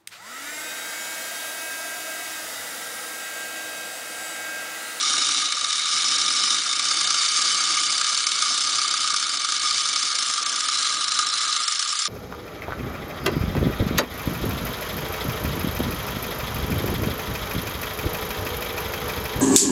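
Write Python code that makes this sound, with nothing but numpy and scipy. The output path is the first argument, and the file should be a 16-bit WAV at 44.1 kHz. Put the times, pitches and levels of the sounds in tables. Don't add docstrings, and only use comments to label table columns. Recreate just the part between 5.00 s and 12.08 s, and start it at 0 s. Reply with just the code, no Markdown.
import sys
import numpy as np
from scipy import signal
from scipy.io import wavfile
from scipy.ndimage import uniform_filter1d

SR = 44100
rng = np.random.default_rng(int(sys.argv[2]) if len(sys.argv) > 2 else 0)


def makeup_ratio(level_db):
    decades = np.asarray(level_db, float) / 20
    return 10 ** decades


def bounce(signal):
    frames = np.transpose(np.atleast_2d(signal))
    limited = np.clip(frames, -1, 1)
    pcm = np.round(limited * 32767).astype(np.int16)
    wavfile.write(sys.argv[1], SR, pcm)


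N = 312217
T = np.arange(N) / SR
TURN_S = 0.1
BEAR_S, LIFT_S = 0.12, 6.55


def rms(x):
    return np.sqrt(np.mean(x ** 2))


def evened(x):
    return x / np.sqrt(np.mean(x ** 2) + 1e-20)


def curve(rows):
    return np.interp(T, *np.transpose(rows))


def flutter(rate_hz):
    return evened(signal.lfilter(*signal.butter(2, rate_hz, fs=SR), rng.standard_normal(N)))


def ring(x, modes, under=((1, -80), (2, -80)), order=1):
    hz = np.fft.rfftfreq(8192, 1 / SR)
    colour_hz, colour_db = np.transpose(under)
    power = makeup_ratio(np.interp(np.log(hz + 1), np.log(colour_hz), colour_db)) ** 2
    for centre, width, top_db in modes:
        power = power + makeup_ratio(top_db) ** 2 / (1 + (2 * (hz - centre) / width) ** 2) ** order
    log_gain = 0.5 * np.log(np.r_[power, power[-2:0:-1]] + 1e-10)
    taps = np.fft.ifft(np.exp(np.conj(signal.hilbert(log_gain)))).real[:4096]
    return evened(signal.oaconvolve(x, taps)[:N])


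def room_murmur():
    # frequency in Hz, level in dB.
    room_colour = [(12, -46), (20, -13.5), (64, -22), (125, -1.5), (215, -1.5), (270, 3.5), (427, -5),
                   (487, 2), (653, 0.5), (745, 5), (849, -17.5), (1000, 4.5), (1300, -14), (2200, -120)]
    lumps_db = 3.7 * flutter(14.7) - 5.6 * lifted()
    return makeup_ratio(-52) * ring(rng.standard_normal(N) * makeup_ratio(lumps_db), [], room_colour)


def lifted():
    return np.clip((T - LIFT_S) / BEAR_S, 0, 1)


def gear_train():
    # time in seconds, pinion tooth rate in Hz.
    pinion_speed = [(0.0, 133.0), (0.2, 173.0), (0.45, 132.9), (1.38, 187.3), (1.52, 215.6), (1.67, 135.5),
                    (2.05, 169.8), (2.27, 141.8), (2.54, 181.7), (3.06, 126.2), (3.43, 158.1),
                    (3.79, 135.3), (4.53, 128.7), (4.99, 147.2), (5.24, 126.0), (5.96, 140.9),
                    (6.31, 118.5), (7.08, 115.7)]
    tooth_hz = curve(pinion_speed)
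    teeth = np.cumsum(tooth_hz * (1 + 0.012 * flutter(30))) / SR
    return tooth_hz, teeth


def ticks(per_s, spread_db):
    loudness_db = spread_db * np.minimum(rng.exponential(1, N), 3)
    size = makeup_ratio(loudness_db) * rng.choice([-1.0, 1.0], N)
    train = evened(size * (rng.random(N) < per_s / SR))
    return evened(train / np.sqrt(abs(uniform_filter1d(train ** 2, size=180)) + 0.11))


def tooth_mesh(teeth, clack):
    landing = 1 + 1.04 * np.exp(-(teeth % 1) / 0.61)
    mesh = landing * makeup_ratio(1.52 * flutter(140))
    return mesh / (1 + 2.8 * uniform_filter1d(clack, size=1300))


def tin_shell(drive):
    # panel resonance in Hz, width in Hz, level in dB.
    panel_modes = [(2233, 187, -5), (2160, 300, -7.5), (2980, 290, -5.5), (3027, 40, -8.5),
                   (3657, 160, 0.5), (3850, 190, 1), (3680, 330, -2), (3515, 350, -3.5), (4000, 200, 2.5),
                   (4665, 110, 1.5), (4600, 490, 1.5), (5110, 48, -3), (5180, 240, 3), (5140, 450, 0),
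                   (5278, 125, -0.5), (5720, 75, -1), (5770, 190, -1.5), (6380, 67, -3), (6254, 67, -3),
                   (6750, 260, -6.5), (7130, 40, -9), (7490, 82, -8.5), (8800, 380, -9.5)]
    # the panel begins and ceases to face the microphone, both in seconds.
    facing_times = [(-1, 5.2), (5.2, 8), (-1, 8), (-1, 5), (-1, 2.4), (-1, 1.65), (2.4, 5.2), (3.3, 8),
                    (5.68, 6.6), (1.85, 3.0), (3.0, 5.2), (-1, .3), (.87, 1.58), (1.6, 4.3), (4.3, 8),
                    (-1, .5), (.87, 1.58), (1.85, 2.95), (2.95, 5.6), (-1, .3), (1, 8), (1.9, 8),
                    (1.9, 6.2)]
    # frequency in Hz, level in dB.
    shell_colour = [(900, -15.5), (1750, 1), (2200, -2), (2620, 1), (3000, 2), (3600, 9), (4200, 10),
                    (5200, 11.5), (6500, 9), (7300, 6.5), (8200, 2), (9600, 4.5), (10300, -5.5)]
    out = makeup_ratio(-3.0) * rms(drive) * ring(drive, [], shell_colour)
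    uneven = flutter(19.7)
    push_or_pull = rng.choice([-1.0, 1.0], N)
    for k, ((hz, width, db), (start, end)) in enumerate(zip(panel_modes, facing_times), 1):
        facing = np.clip(np.minimum(T - start, end - T) / TURN_S + 0.5, 0, 1)
        shift = k * N // (len(panel_modes) + 1)
        strength = facing * makeup_ratio(db - 12.5 + 2.0 * np.roll(uneven, shift))
        struck = drive * np.roll(push_or_pull, shift) * strength
        pole = np.exp((2j * np.pi * hz - 1.5 * np.pi * width) / SR)
        mode = np.r_[1, 0, -1, np.poly([pole, pole.conj()]).real]
        out += rms(struck) * evened(signal.sosfilt([mode, mode], struck))
    no_bass = signal.butter(2, 400, "high", fs=SR, output="sos")
    return signal.sosfilt(no_bass, out)


def chest_turn_db():
    swing = np.clip((T - 5.7) / TURN_S, 0, 1)
    return -10 + 0.49 * T + 0.5 * swing - 4 * lifted() + 0.75 * flutter(5.1)


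def hollow_chest(drive):
    # resonance in Hz, width in Hz, level in dB.
    chest_modes = [(1170, 53, -4.5), (1231.4, 77, 0.5), (1354, 78, -5.5), (1446, 62, -9.5),
                   (1617, 95, -12.5)]
    return makeup_ratio(-2.5) * rms(drive) * ring(drive, chest_modes, order=2)


def load_db(hum=0):
    # start in seconds, length in seconds, load in dB, extra hum in dB.
    strides = [
        (0, .45, 1.5, -9.5),
        (.95, .65, -2, -0.5),
        (1.7, 0.47, -4, -0.5),
        (2.35, 0.58, -5, 2),
        (3.45, 0.6, -7, 2),
        (4.18, 0.11, -12.5, -8),
        (4.55, 0.52, -17.5, 13),
        (5.55, 0.047, -4.5, -6),
        (5.78, .52, -15.5, 8.5),
    ]
    load = makeup_ratio(-9.5)
    for start, length, db, hum_db in strides:
        bearing = np.clip(np.minimum(T - start, start + length - T) / BEAR_S + 0.5, 0, 1)
        load = load + makeup_ratio(db + hum * hum_db) * bearing
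    return 20 * np.log10(load) - 9 * lifted()


def table_top(clack):
    # resonance in Hz, width in Hz, level in dB.
    table_modes = [(132, 190, -20.5), (278.6, 61, -1.5), (336, 99, -3), (497, 19, -4), (600, 160, -13),
                   (785, 103, -4.5), (927, 75, -5)]
    level_db = -46.5 + load_db() + 1.53 * flutter(11)
    drive = ticks(3000, 1.1) * makeup_ratio(level_db) * (1 + 8.0 * clack)
    return makeup_ratio(-5.0) * rms(drive) * ring(drive, table_modes, order=2)


def pinion_hum(tooth_hz, teeth):
    # multiple of the tooth rate, level in dB.
    overtones = [(2, -3.5), (3, -8)]
    level_db = -62 + 1.06 * load_db(hum=1) + 0.1059 * (tooth_hz - 150)
    tone = np.zeros(N)
    for multiple, db in [(0.99, 0.005), *overtones]:
        tone += makeup_ratio(db) * np.sin(2 * np.pi * multiple * teeth)
    return np.sqrt(2) * makeup_ratio(level_db + 2.5 * flutter(9.3)) * tone


def clacks():
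    # time in seconds, peak in dB, chest ring in relative dB.
    hard = [(0.096, -13.5, -12), (0.2883, -8.5, -20), (0.5222, -7.5, -20), (0.7276, -8, -24),
            (0.9627, -14.5, -18.5), (1.0827, -8.5, -26.5), (1.3028, -12.5, -15), (1.504, -6.5, -26.5),
            (1.7286, -10, -26), (1.9112, -7.5, -16), (2.176, -15.5, -24), (2.4177, -6.5, -20),
            (2.6713, -13.5, -16.5), (2.9233, -8.5, -26), (3.0114, -7, -21.5), (3.267, -5.5, -23),
            (3.5433, -11, -25.5), (3.672, -14, -14.5), (3.939, -10, -10), (4.0747, -10, -20),
            (4.225, -9.5, -13.5), (4.6314, -11.5, -14), (4.8874, -11.5, -14.5), (5.1527, -9, -23.5),
            (5.3371, -9, -16), (5.685, -8, -13), (6.0796, -10.5, -21), (6.1893, -4.5, -14),
            (6.5632, -6.5, -22), (6.7935, -7.5, -23)]
    # time in seconds, peak in dB.
    further_hard = [(0.1804, -7.5), (0.3463, -18), (0.6103, -10.5), (0.818, -20), (1.2473, -14.5), (1.5838, -12.5),
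                    (1.7933, -8), (2.1046, -7), (2.25, -13.5), (2.605, -12), (2.7995, -13.5), (2.9784, -8.5),
                    (3.0967, -13.5), (3.1752, -8.5), (3.3174, -8), (3.4215, -5.5), (3.7534, -13), (4.3715, -12),
                    (4.487, -12.5), (4.7084, -9.5), (4.959, -9), (5.028, -10.5), (5.26, -12), (5.4286, -14.5),
                    (5.5593, -10), (5.8257, -14), (5.902, -17.5), (6.3375, -9.5), (6.6794, -6.5), (6.99, -9.5)]
    # time in seconds, turns a second in Hz.
    wheel_speed = [(0, 26.5), (3.1, 33.5), (5.3, 27), (7.1, 28.5)]
    light_chest_db, chest_spread_db = -16.5, 3.0
    late, strong, hollow, further_hollow = rng.standard_normal((300, 4)).T
    further_chest_db = light_chest_db - 3 + chest_spread_db * further_hollow[:len(further_hard)]
    marked = np.r_[hard, np.c_[further_hard, further_chest_db]] + [-0.0005, 3, 1.5]
    ends = np.sort(np.r_[-0.01, marked[:, 0], N / SR])
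    turns = np.round(np.diff(ends) * np.interp(ends[1:], *np.transpose(wheel_speed)))
    turns = np.maximum(turns, 1).astype(int)
    gaps = zip(ends, ends[1:], turns)
    s = np.concatenate([np.linspace(a, b, count, endpoint=False)[1:] for a, b, count in gaps])
    n = len(s)
    light_db = -10.5 + 2.5 * strong[:n]
    light = np.c_[s + 0.0027 * late[:n], light_db, light_chest_db + chest_spread_db * hollow[:n]]
    return np.r_[marked, light].T


def clack_envelopes():
    rise_s, fall_s = 0.0015, 0.0037
    s, db, chest_db = clacks()
    marks = np.zeros((2, N))
    marks[:, (s * SR).astype(int)] = makeup_ratio([db - 10.5, db + chest_db - 0.5])
    t = T[:3000]
    skid = (1 - np.exp(-t / rise_s)) * np.exp(-t / fall_s)
    return signal.oaconvolve(marks, skid[None] / skid.max(), axes=1)[:, :N]


def toy():
    # time in seconds, chatter level in dB.
    spring_effort = [(0.0, -22.5), (0.41, -22.5), (0.49, -26), (1.04, -22.5), (1.54, -22), (1.62, -24.5),
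                     (2.44, -21.5), (3.31, -25), (3.45, -23.5), (4.41, -26.5), (4.69, -24), (5.56, -25.5),
                     (5.9, -23), (5.99, -25.5), (6.62, -24.5), (7.08, -26)]
    chatter_db = curve(spring_effort) + 1.33
    tooth_hz, teeth = gear_train()
    clack, clack_chest = clack_envelopes()
    mesh = tooth_mesh(teeth, clack)
    impacts = ticks(14000, 1.63)
    panel_chatter = makeup_ratio(chatter_db) * evened(mesh)
    chest_chatter = makeup_ratio(chatter_db + chest_turn_db()) * evened(mesh ** 0.69)
    shell = tin_shell(impacts * np.hypot(panel_chatter, clack))
    chest = hollow_chest(impacts * np.hypot(chest_chatter, clack_chest))
    return shell + chest + table_top(clack) + pinion_hum(tooth_hz, teeth) + steps()


def steps():
    # time in seconds, peak of the thud in dB, knock in relative dB.
    footfalls = [(1.258, -70, -19), (1.889, -64, 6), (3.242, -60, 3), (3.492, -60, -2), (4.077, -56, -9),
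                 (4.249, -55, -4), (4.712, -51, -16), (5.262, -70, 3), (5.467, -62, 16), (5.561, -62, -24),
                 (6.541, -61, -1), (6.772, -56, -6)]
    thud_s, knock_s = 0.009, 0.0027
    out, t = np.zeros(N), T[:4000]
    push = np.sin(np.pi * t / thud_s) * np.exp(-t / thud_s)
    knock = (np.sin(2 * np.pi * 330 * t) + np.sin(2 * np.pi * 620 * t)) * np.exp(-t / knock_s)
    for s, db, knock_db in footfalls:
        out[int(s * SR):][:len(t)] += makeup_ratio(db + 3.5) * (push + makeup_ratio(knock_db) * knock)
    return out


def scene():
    return (toy() + room_murmur())[None]


def sag(rows):
    db = 10 * np.log10(uniform_filter1d((abs(rows) ** 2).mean(0), size=3) + 1e-20)
    return db - uniform_filter1d(db, size=80)


def starve(x):
    hz, t, z = signal.stft(x, SR, nperseg=512, noverlap=384)
    band = (hz - 4700) // 430
    keep = np.ones(z.shape)
    for b in range(13):
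        second = b == 1
        luck = evened(uniform_filter1d(rng.standard_normal(len(t)), size=3 + 3 * second))
        margin_db = sag(z[band == b]) + 1.1 * sag(z) + 4.0 * luck + 6.9
        margin_db = margin_db - 0.3 * t - 0.4 * t * second - 0.08 * b - 1.2 * (b > 10)
        keep[band == b] = 1 / (1 + makeup_ratio(-30 * np.clip(margin_db, -2, 2)))
    return signal.istft(z * keep, SR, nperseg=512, noverlap=384)[1][:N]


def band_limit(x):
    return signal.sosfilt(signal.butter(12, 11310, fs=SR, output="sos"), x)


def record(dry):
    limited = 0.6 * np.tanh(dry[0] / 0.6)
    edge = signal.firwin(801, 10150, window=("kaiser", 10), fs=SR)
    mix = signal.oaconvolve(starve(limited), edge, "same")[None]
    return band_limit(mix)


dry = scene()
out = record(dry)
bounce(out)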